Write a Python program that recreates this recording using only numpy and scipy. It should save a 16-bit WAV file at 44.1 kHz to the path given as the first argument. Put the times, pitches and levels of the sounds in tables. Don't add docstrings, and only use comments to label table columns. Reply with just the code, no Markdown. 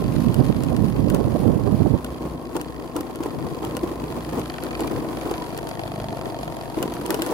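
import sys
import numpy as np
from scipy import signal
from scipy.fft import rfft, irfft, next_fast_len
from scipy.io import wavfile
from scipy.ndimage import map_coordinates

SR = 44100
rng = np.random.default_rng(int(sys.argv[2]) if len(sys.argv) > 2 else 0)


def unload_audio(sound):
    columns = np.transpose(np.atleast_2d(sound))
    steps = np.round(np.clip(columns, -1, 1) * 32767)
    wavfile.write(sys.argv[1], SR, steps.astype(np.int16))


N = 323341

# time in seconds, throttle opening from 0 to 1.
THROTTLE_OPENING = [(0, 1), (5.2, .85), (5.6, .03), (6.6, .05), (6.9, .3), (7.33, .5)]
# time in seconds, shaking of the bodywork in dB, rumble under full throttle in dB.
LANE_SURFACE = [(0, -34, -32), (2, -35.5, -35.5), (3.1, -35, -39), (3.8, -29, -37), (4.5, -34.5, -35),
                (5, -29.5, -32.5), (5.9, -36.5, -32.5), (6.7, -37.5, -31), (7.33, -25, -40)]
# frequency in Hz, level in dB, t60 in seconds.
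GUARD_MODES = [(1305, -4.5, 0.028), (1840, -0.5, 0.013), (2493, 1.5, 0.0074), (3260, -3, 0.013),
               (4120, -5, 0.0082), (4640, -2, 0.0083), (6450, -6, 0.0037), (7400, -8.5, 0.0055),
               (10500, -4.5, 0.0021)]
PORT_LAG_S = .00018


def amp(db):
    return 10 ** (np.asarray(db) / 20)


def unit(x):
    return x / np.sqrt(np.mean(x ** 2) + 1e-20)


def along(points, hz):
    f, v = np.transpose(points)
    return np.interp(np.log(hz + 1), np.log(f + 1), v)


def curves(rows):
    s, *cols = np.transpose(rows)
    return [np.interp(np.arange(N) / SR, s, c) for c in cols]


def wobble(rate):
    knots = rng.standard_normal(int(N * rate / SR) + 4)
    return map_coordinates(knots, [np.arange(N) * rate / SR])


def filtered(x, response):
    m = next_fast_len(N + SR // 2)
    return irfft(rfft(x, m) * response(np.fft.rfftfreq(m, 1 / SR)), m)[..., :N]


def ring(x, modes):
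    def response(f):
        total = 0
        for k, (centre, width, db) in enumerate(modes):
            damping = 1j * f * width
            total = total + (-1) ** k * amp(db) * damping / (centre * centre - f * f + damping)
        return total
    return filtered(x, response)


def noise(spectrum):
    return unit(filtered(rng.standard_normal(N), lambda hz: amp(along(spectrum, hz))))


def spread(pair, spectrum):
    # frequency in Hz, left-right correlation from -1 to 1.
    likeness = [(60, 0.54), (300, 0.72), (700, 0.61), (1400, 0.21), (3000, 0.3), (6000, -0.099)]

    def response(hz):
        turn = np.arccos(np.clip(along(likeness, hz), -1, 1)) / 2
        return amp(along(spectrum, hz)) * np.array([np.cos(turn), np.sin(turn)])
    mid, side = filtered(pair, response)
    return unit(np.array([mid + side, mid - side]))


def impulses(times, sizes):
    places = np.clip(np.round(times * SR).astype(int), 0, N)
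    return np.bincount(places, sizes, N + 1)[:N]


def swell(s, length):
    return np.exp(-.5 * ((np.arange(N) / SR - s) / length) ** 2)


def strikes(times, db, modes):
    hz, level, t60 = np.transpose(modes)[..., None]
    t = np.arange(SR // 24) / SR
    age = np.maximum(t - np.array([0, PORT_LAG_S])[:, None, None], 0)
    attack = 1 - np.exp(-2 * hz * age)
    out = np.zeros((2, N + len(t)))
    for s, blow_db in zip(times, db):
        size, detune, phase, apart = rng.standard_normal((4, len(modes), 1))
        turn = np.pi * phase + .5 * np.array([apart, -apart])
        decay = amp(blow_db + level + 2.3 * size - 60 * age / t60)
        tones = decay * np.sin(2 * np.pi * hz * (1 + .025 * detune) * age + turn)
        start = max(round(s * SR), 0)
        out[:, start:start + len(t)] += np.sum(tones * attack, axis=1)
    return out[:, :N]


def hiss():
    # frequency in Hz, level in dB per Hz.
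    hiss_colour = [(300, 12.5), (1200, 14), (2200, 7), (3700, 5.5), (4600, 5), (6000, 0.5), (7400, -1),
                   (8500, -3), (10100, 8.5), (11300, 0), (13500, 4), (15800, -16)]
    # time in seconds, hiss level in dB midway between the ports.
    hiss_level = [(0, -44), (1, -45), (1.6, -47), (2.6, -52.5), (4, -47.5), (5.4, -44.5), (6.2, -47),
                  (6.9, -45), (7.33, -38.5)]
    grain = amp(2.9 * wobble(300) + 1.5 * wobble(22))
    air = spread(grain * rng.standard_normal((2, N)), hiss_colour)
    return amp(curves(hiss_level)[0]) * air * amp([[.7], [-.7]])


def rumble():
    # frequency in Hz, level in dB per Hz.
    rumble_colour = [(25, -3), (55, 1.5), (110, -2), (280, 1), (420, -6.5), (600, -4), (850, -15),
                     (1080, -7.5), (1250, -25.5), (1550, -31), (3000, -63)]
    grain = amp(3 * wobble(170))
    eased_db = -4 * (1 - np.clip(curves(THROTTLE_OPENING)[0], 0, 1))
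    drone = spread(grain * rng.standard_normal((2, N)), rumble_colour)
    return amp(curves(LANE_SURFACE)[1] + eased_db) * drone


def wind():
    # centre in seconds, length in seconds, left thump in dB,
    # right thump in dB, right flutter in dB.
    gusts = [(.02, 0.0067, -49, -22, -18), (0.169, 0.0088, -45, -13.5, -39), (0.278, 0.021, -43, -11, -28),
             (0.397, 0.034, -45, -10.5, -22), (0.502, 0.0073, -47, -10, -17.5),
             (0.727, 0.018, -47, -14.5, -18), (0.829, 0.027, -49, -15, -28),
             (1.036, 0.042, -45, -13.5, -31), (1.16, 0.036, -46, -14.5, -19.5),
             (1.212, .005, -44, -16, -18), (1.274, 0.0055, -19, -13, -21), (1.362, 0.0059, -38, -29, -19),
             (1.49, 0.052, -46, -13.5, -20.5), (1.584, 0.0077, -47, -25, -19.5),
             (1.673, 0.01, -47, -34, -13.5), (1.731, 0.018, -47, -13.5, -23), (1.808, 0.0036, -45, -5, -13),
             (1.821, 0.0027, -47, -8, -15), (1.865, 0.0099, -43, -12, -13),
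             (1.942, 0.0091, -45, -11.5, -17.5), (3.433, 0.088, -26, -39.5, -41),
             (4.965, 0.049, -27, -39, -52)]
    # frequency in Hz, level in dB per Hz.
    thump_colour = [(18, -45), (30, -33), (45, -5), (70, -4), (130, 3), (200, 0.5), (300, -3.5),
                    (420, -15.5), (800, -49), (2000, -89)]
    # frequency in Hz, level in dB per Hz.
    flutter_colour = [(120, -4.5), (300, 1.5), (550, -1.5), (800, -10.5), (1300, -24.5), (2500, -50),
                      (8000, -54)]
    # time in seconds, flutter relative to its thumps in dB.
    harshness = [(0, -22), (.9, -12), (1.1, -6), (1.9, -10)]
    stream_db, shelter_s, shelter_fade_s = -19, 1.965, .026
    exposed = np.clip(1 - (np.arange(N) / SR - shelter_s) / shelter_fade_s, 0, 1)
    stream = exposed * amp(stream_db)
    left, right, torn = sum(amp(levels)[:, None] * swell(s, length) for s, length, *levels in gusts)
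    eddies = wobble(90)
    thumps = unit(amp(2.4 * eddies) * noise(thump_colour))
    flutter = unit(amp(1.5 * eddies + 2.6 * wobble(200)) * noise(flutter_colour))
    right_thumps = np.hypot(stream, right) * thumps
    right_flutter = np.hypot(stream * amp(curves(harshness)[0]), torn) * flutter
    return np.array([left * noise(thump_colour), right_thumps + right_flutter])


def grit():
    when, force = rng.random((260, 2)).T
    ticks = strikes(when * N / SR, 10 * force, GUARD_MODES)
    return amp(-55) * unit(ticks)


def contacts(blows):
    t60_s, click = .011, 3.5
    t = np.arange(SR // 6) / SR
    tail = amp(-19 - 60 * t / .09)
    decay = (amp(-60 * t / t60_s) + tail) * (1 - np.exp(-t / .00015))
    scrape = signal.fftconvolve(blows, decay)[:N]
    shared = scrape * rng.standard_normal(N) + click * blows
    lagged = np.roll(shared, round(PORT_LAG_S * SR))
    return np.array([shared, lagged]) + scrape * rng.standard_normal((2, N))


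def clacks():
    # time in seconds, strength in dB.
    hits = [(.343, -29), (0.635, -31), (0.765, -32.5), (1.1002, -27), (1.146, -27.5), (2.0451, -29.5),
            (2.5654, -27.5), (2.613, -30), (2.964, -27), (3.008, -31.5), (3.157, -36), (3.235, -31),
            (3.649, -31), (3.7675, -27.5), (4.3948, -34), (4.6357, -31.5), (4.8056, -29), (4.8732, -33),
            (5.3115, -32), (5.5758, -30.5), (5.69, -33), (6.827, -22.5), (6.938, -32), (7.0618, -29.5),
            (7.1048, -19.5), (7.1435, -24.5), (7.22, -20), (7.263, -27), (7.31, -33.5)]
    # frequency in Hz, width in Hz, level in dB.
    loose_part = [(336, 160, 20.5), (750, 1000, 7), (1530, 69, 10), (2780, 480, 8.5), (4700, 2100, 2.5),
                  (6170, 790, 5), (7760, 1400, 5.5), (10100, 1400, 3), (11880, 710, 6), (13200, 2500, 2)]
    # frequency in Hz, level in dB, t60 in seconds.
    after_ring = [(620, -3, .04), (1380, -5, .04), (1900, -9, .025), (2950, -8, .03), (5000, -17, .03)]
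    times, db = np.transpose(hits)
    knocking = ring(contacts(impulses(times, amp(db))), loose_part)
    return (knocking + strikes(times, db, after_ring)) * amp([[.8], [-.8]])


def jolt(s):
    attack_s, t60_s = .00028, .3
    age = np.maximum(np.arange(N) / SR - s, 0)
    return amp(-60 * age / t60_s) * (1 - np.exp(-age / attack_s))


def bodywork():
    # frequency in Hz, level in dB per Hz.
    panel_colour = [(25, -41), (60, -19), (120, -8.5), (210, -9), (275, -3.5), (325, 1), (405, -7),
                    (480, -5.5), (570, -14.5), (720, -12), (850, -14.5), (1050, -14), (1400, -27.5),
                    (4000, -41)]
    # time in seconds, strength in dB.
    lane_bumps = [(1.09, -26), (2.207, -28), (2.552, -25), (2.795, -32), (2.957, -22.5), (3.204, -24),
                  (3.653, -32), (3.831, -23.5), (4.111, -23.5), (4.323, -22.5), (4.629, -26.5),
                  (4.794, -22.5), (4.911, -27), (5.26, -25), (6.241, -27), (6.771, -22), (6.818, -36),
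                  (7.094, -21)]
    # frequency in Hz, level in dB, t60 in seconds.
    panel_thud = [(330, 4, .055)]
    rebound_s, rebound_loss_db = .046, 3
    shake = amp(curves(LANE_SURFACE)[0])
    spurts = amp(1.2 * wobble(30) + 2.8 * wobble(130))
    jolts = 0
    for s, db in lane_bumps:
        rebound = amp(-rebound_loss_db) * jolt(s + rebound_s)
        jolts = jolts + amp(db) * np.hypot(jolt(s), rebound)
    panels = spread(spurts * rng.standard_normal((2, N)), panel_colour)
    return np.hypot(shake, jolts) * panels + strikes(*np.transpose(lane_bumps), panel_thud)


def chain():
    # time in seconds, chain slaps a second.
    slap_rate = [(0, 49.26), (1, 50.35), (2.8, 52.11), (3.9, 48.29), (4.8, 47.5), (5.5, 48.03),
                 (5.9, 48.77), (6.4, 44.72), (6.75, 45.47), (7.33, 42.12)]
    # time in seconds, level of the slaps on the guard in dB.
    slap_level = [(0, -46), (.7, -48), (1.4, -50.5), (2.7, -53.5), (3.7, -47.5), (4.4, -45.5), (4.75, -41),
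                  (5.05, -48.5), (5.3, -44), (5.9, -44.5), (6.6, -46.5), (7.33, -45)]
    # frequency in Hz, level in dB, t60 in seconds.
    fitting_modes = [(733, 6.5, 0.052), (1275, -10, .025), (1530, 0.5, 0.031), (1974, -3.5, 0.018),
                     (2344, 0.5, 0.021)]
    # time in seconds, level of the chatter in dB.
    chatter_level = [(0, -53), (3, -63), (4.3, -50.5), (4.75, -38.5), (5.1, -49), (5.3, -44.5),
                     (6.5, -57.5), (7.33, -46)]
    # frequency in Hz, level in dB, t60 in seconds.
    casing_modes = [(680, 0, .03)]
    jitter_s, scatter_db, hard_db = .0004, 1.7, 6.5
    bounce_s, bounce_loss_db = .0024, 5
    loaded_db, coasting_db = -57, -36
    slap_count = np.floor(np.cumsum(curves(slap_rate)[0]) / SR)
    times = np.flatnonzero(np.diff(slap_count))[:-1] / SR
    late, size, flight = rng.standard_normal((len(times), 3)).T
    times = times + jitter_s * late
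    db = scatter_db * size + hard_db * (np.arange(len(times)) % 2)
    bounces = times + bounce_s * amp(2 * flight)
    first = strikes(times, db, GUARD_MODES)
    slaps = unit(first + strikes(bounces, db - bounce_loss_db, GUARD_MODES))
    chatter = unit(strikes(bounces, db, fitting_modes))
    slack = 1 - np.clip(curves(THROTTLE_OPENING)[0], 0, 1)
    knock_gain = amp((1 - slack) * loaded_db + slack * coasting_db)
    knocks = knock_gain * unit(strikes(times, db / 2, casing_modes))
    return amp(curves(slap_level)[0]) * slaps + amp(curves(chatter_level)[0]) * chatter + knocks


def harmonics(table, phase):
    throttle = np.clip(curves(THROTTLE_OPENING)[0], 0, 1)
    total = 0
    for k, on_db, off_db in table:
        level = throttle * on_db + (1 - throttle) * off_db + 1.5 * wobble(12)
        total = total + amp(level) * np.sin(round(k) * phase)
    return unit(total)


def engine():
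    # time in seconds, engine cycles a second before a slight random waver.
    cycle_rate = [(0, 30.5), (.9, 31.1), (2.3, 31.3), (3.3, 30.7), (4.35, 29.9), (5.22, 29.7), (5.42, 28.5),
                  (5.58, 27.1), (5.85, 25.9), (6.25, 26.4), (6.7, 27.3), (7.33, 28.9)]
    # multiple of the cycle rate, level under throttle in dB, level with it closed in dB.
    exhaust_harmonics = [(2, 0.5, -7), (3, -6, -30), (4, -5.5, -2.5), (5, 0.5, -0.5), (6, -9, -1.5),
                         (7, -19, -12), (8, 1.5, -6.5)]
    # time in seconds, exhaust level in dB before the left-right balance.
    exhaust_level = [(0, -31.5), (1.7, -35.5), (3, -38.5), (4.1, -35), (5.2, -34.5), (6.2, -34),
                     (6.7, -36.5), (7.33, -39.5)]
    # multiple of the cycle rate, dB under throttle, dB with it closed.
    mesh_harmonics = [(31, -3, -15), (34, 0, 0), (35, -3, -1)]
    # time in seconds, level in dB.
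    whine_level = [(0, -50), (5.27, -51), (5.39, -38), (5.52, -46.5), (6.3, -45), (7, -46.5), (7.33, -42)]
    rate = curves(cycle_rate)[0] * (1 + .002 * wobble(14))
    phase = 2 * np.pi * np.cumsum(rate) / SR
    mesh = harmonics(mesh_harmonics, phase + .012 * wobble(45))
    balance = amp([[.3], [-2]])
    hum = amp(curves(exhaust_level)[0]) * harmonics(exhaust_harmonics, phase) * balance
    return hum + amp(curves(whine_level)[0]) * mesh


def thin_right(x):
    # start in seconds, end in seconds.
    full_bass = [(0, 2.4), (3.65, 4.5), (5.83, 6.17), (6.38, 6.5), (6.85, 7.1)]
    edge_hz, thin_db, fade_s = 244, -18, .055
    bass = filtered(x[1], lambda hz: 1 / (1 + (hz / edge_hz) ** 8))
    t = np.arange(N) / SR
    full = sum(np.clip(.5 + np.minimum(t - start, end - t) / fade_s, 0, 1) for start, end in full_bass)
    kept = np.clip(full, amp(thin_db), 1)
    return np.array([x[0], x[1] - (1 - kept) * bass])


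def scene():
    background = hiss() + wind() + grit()
    bike = thin_right(rumble() + bodywork() + engine())
    return background + clacks() + chain() + bike


def record(dry):
    low_cut_hz, top_hz = 32, 15900
    rounded = dry / (1 + (dry / .8) ** 6) ** (1 / 6)
    return filtered(rounded, lambda hz: (hz < top_hz) * (1 - 1 / (1 + (hz / low_cut_hz) ** 6)))


dry = scene()
out = record(dry)
unload_audio(out)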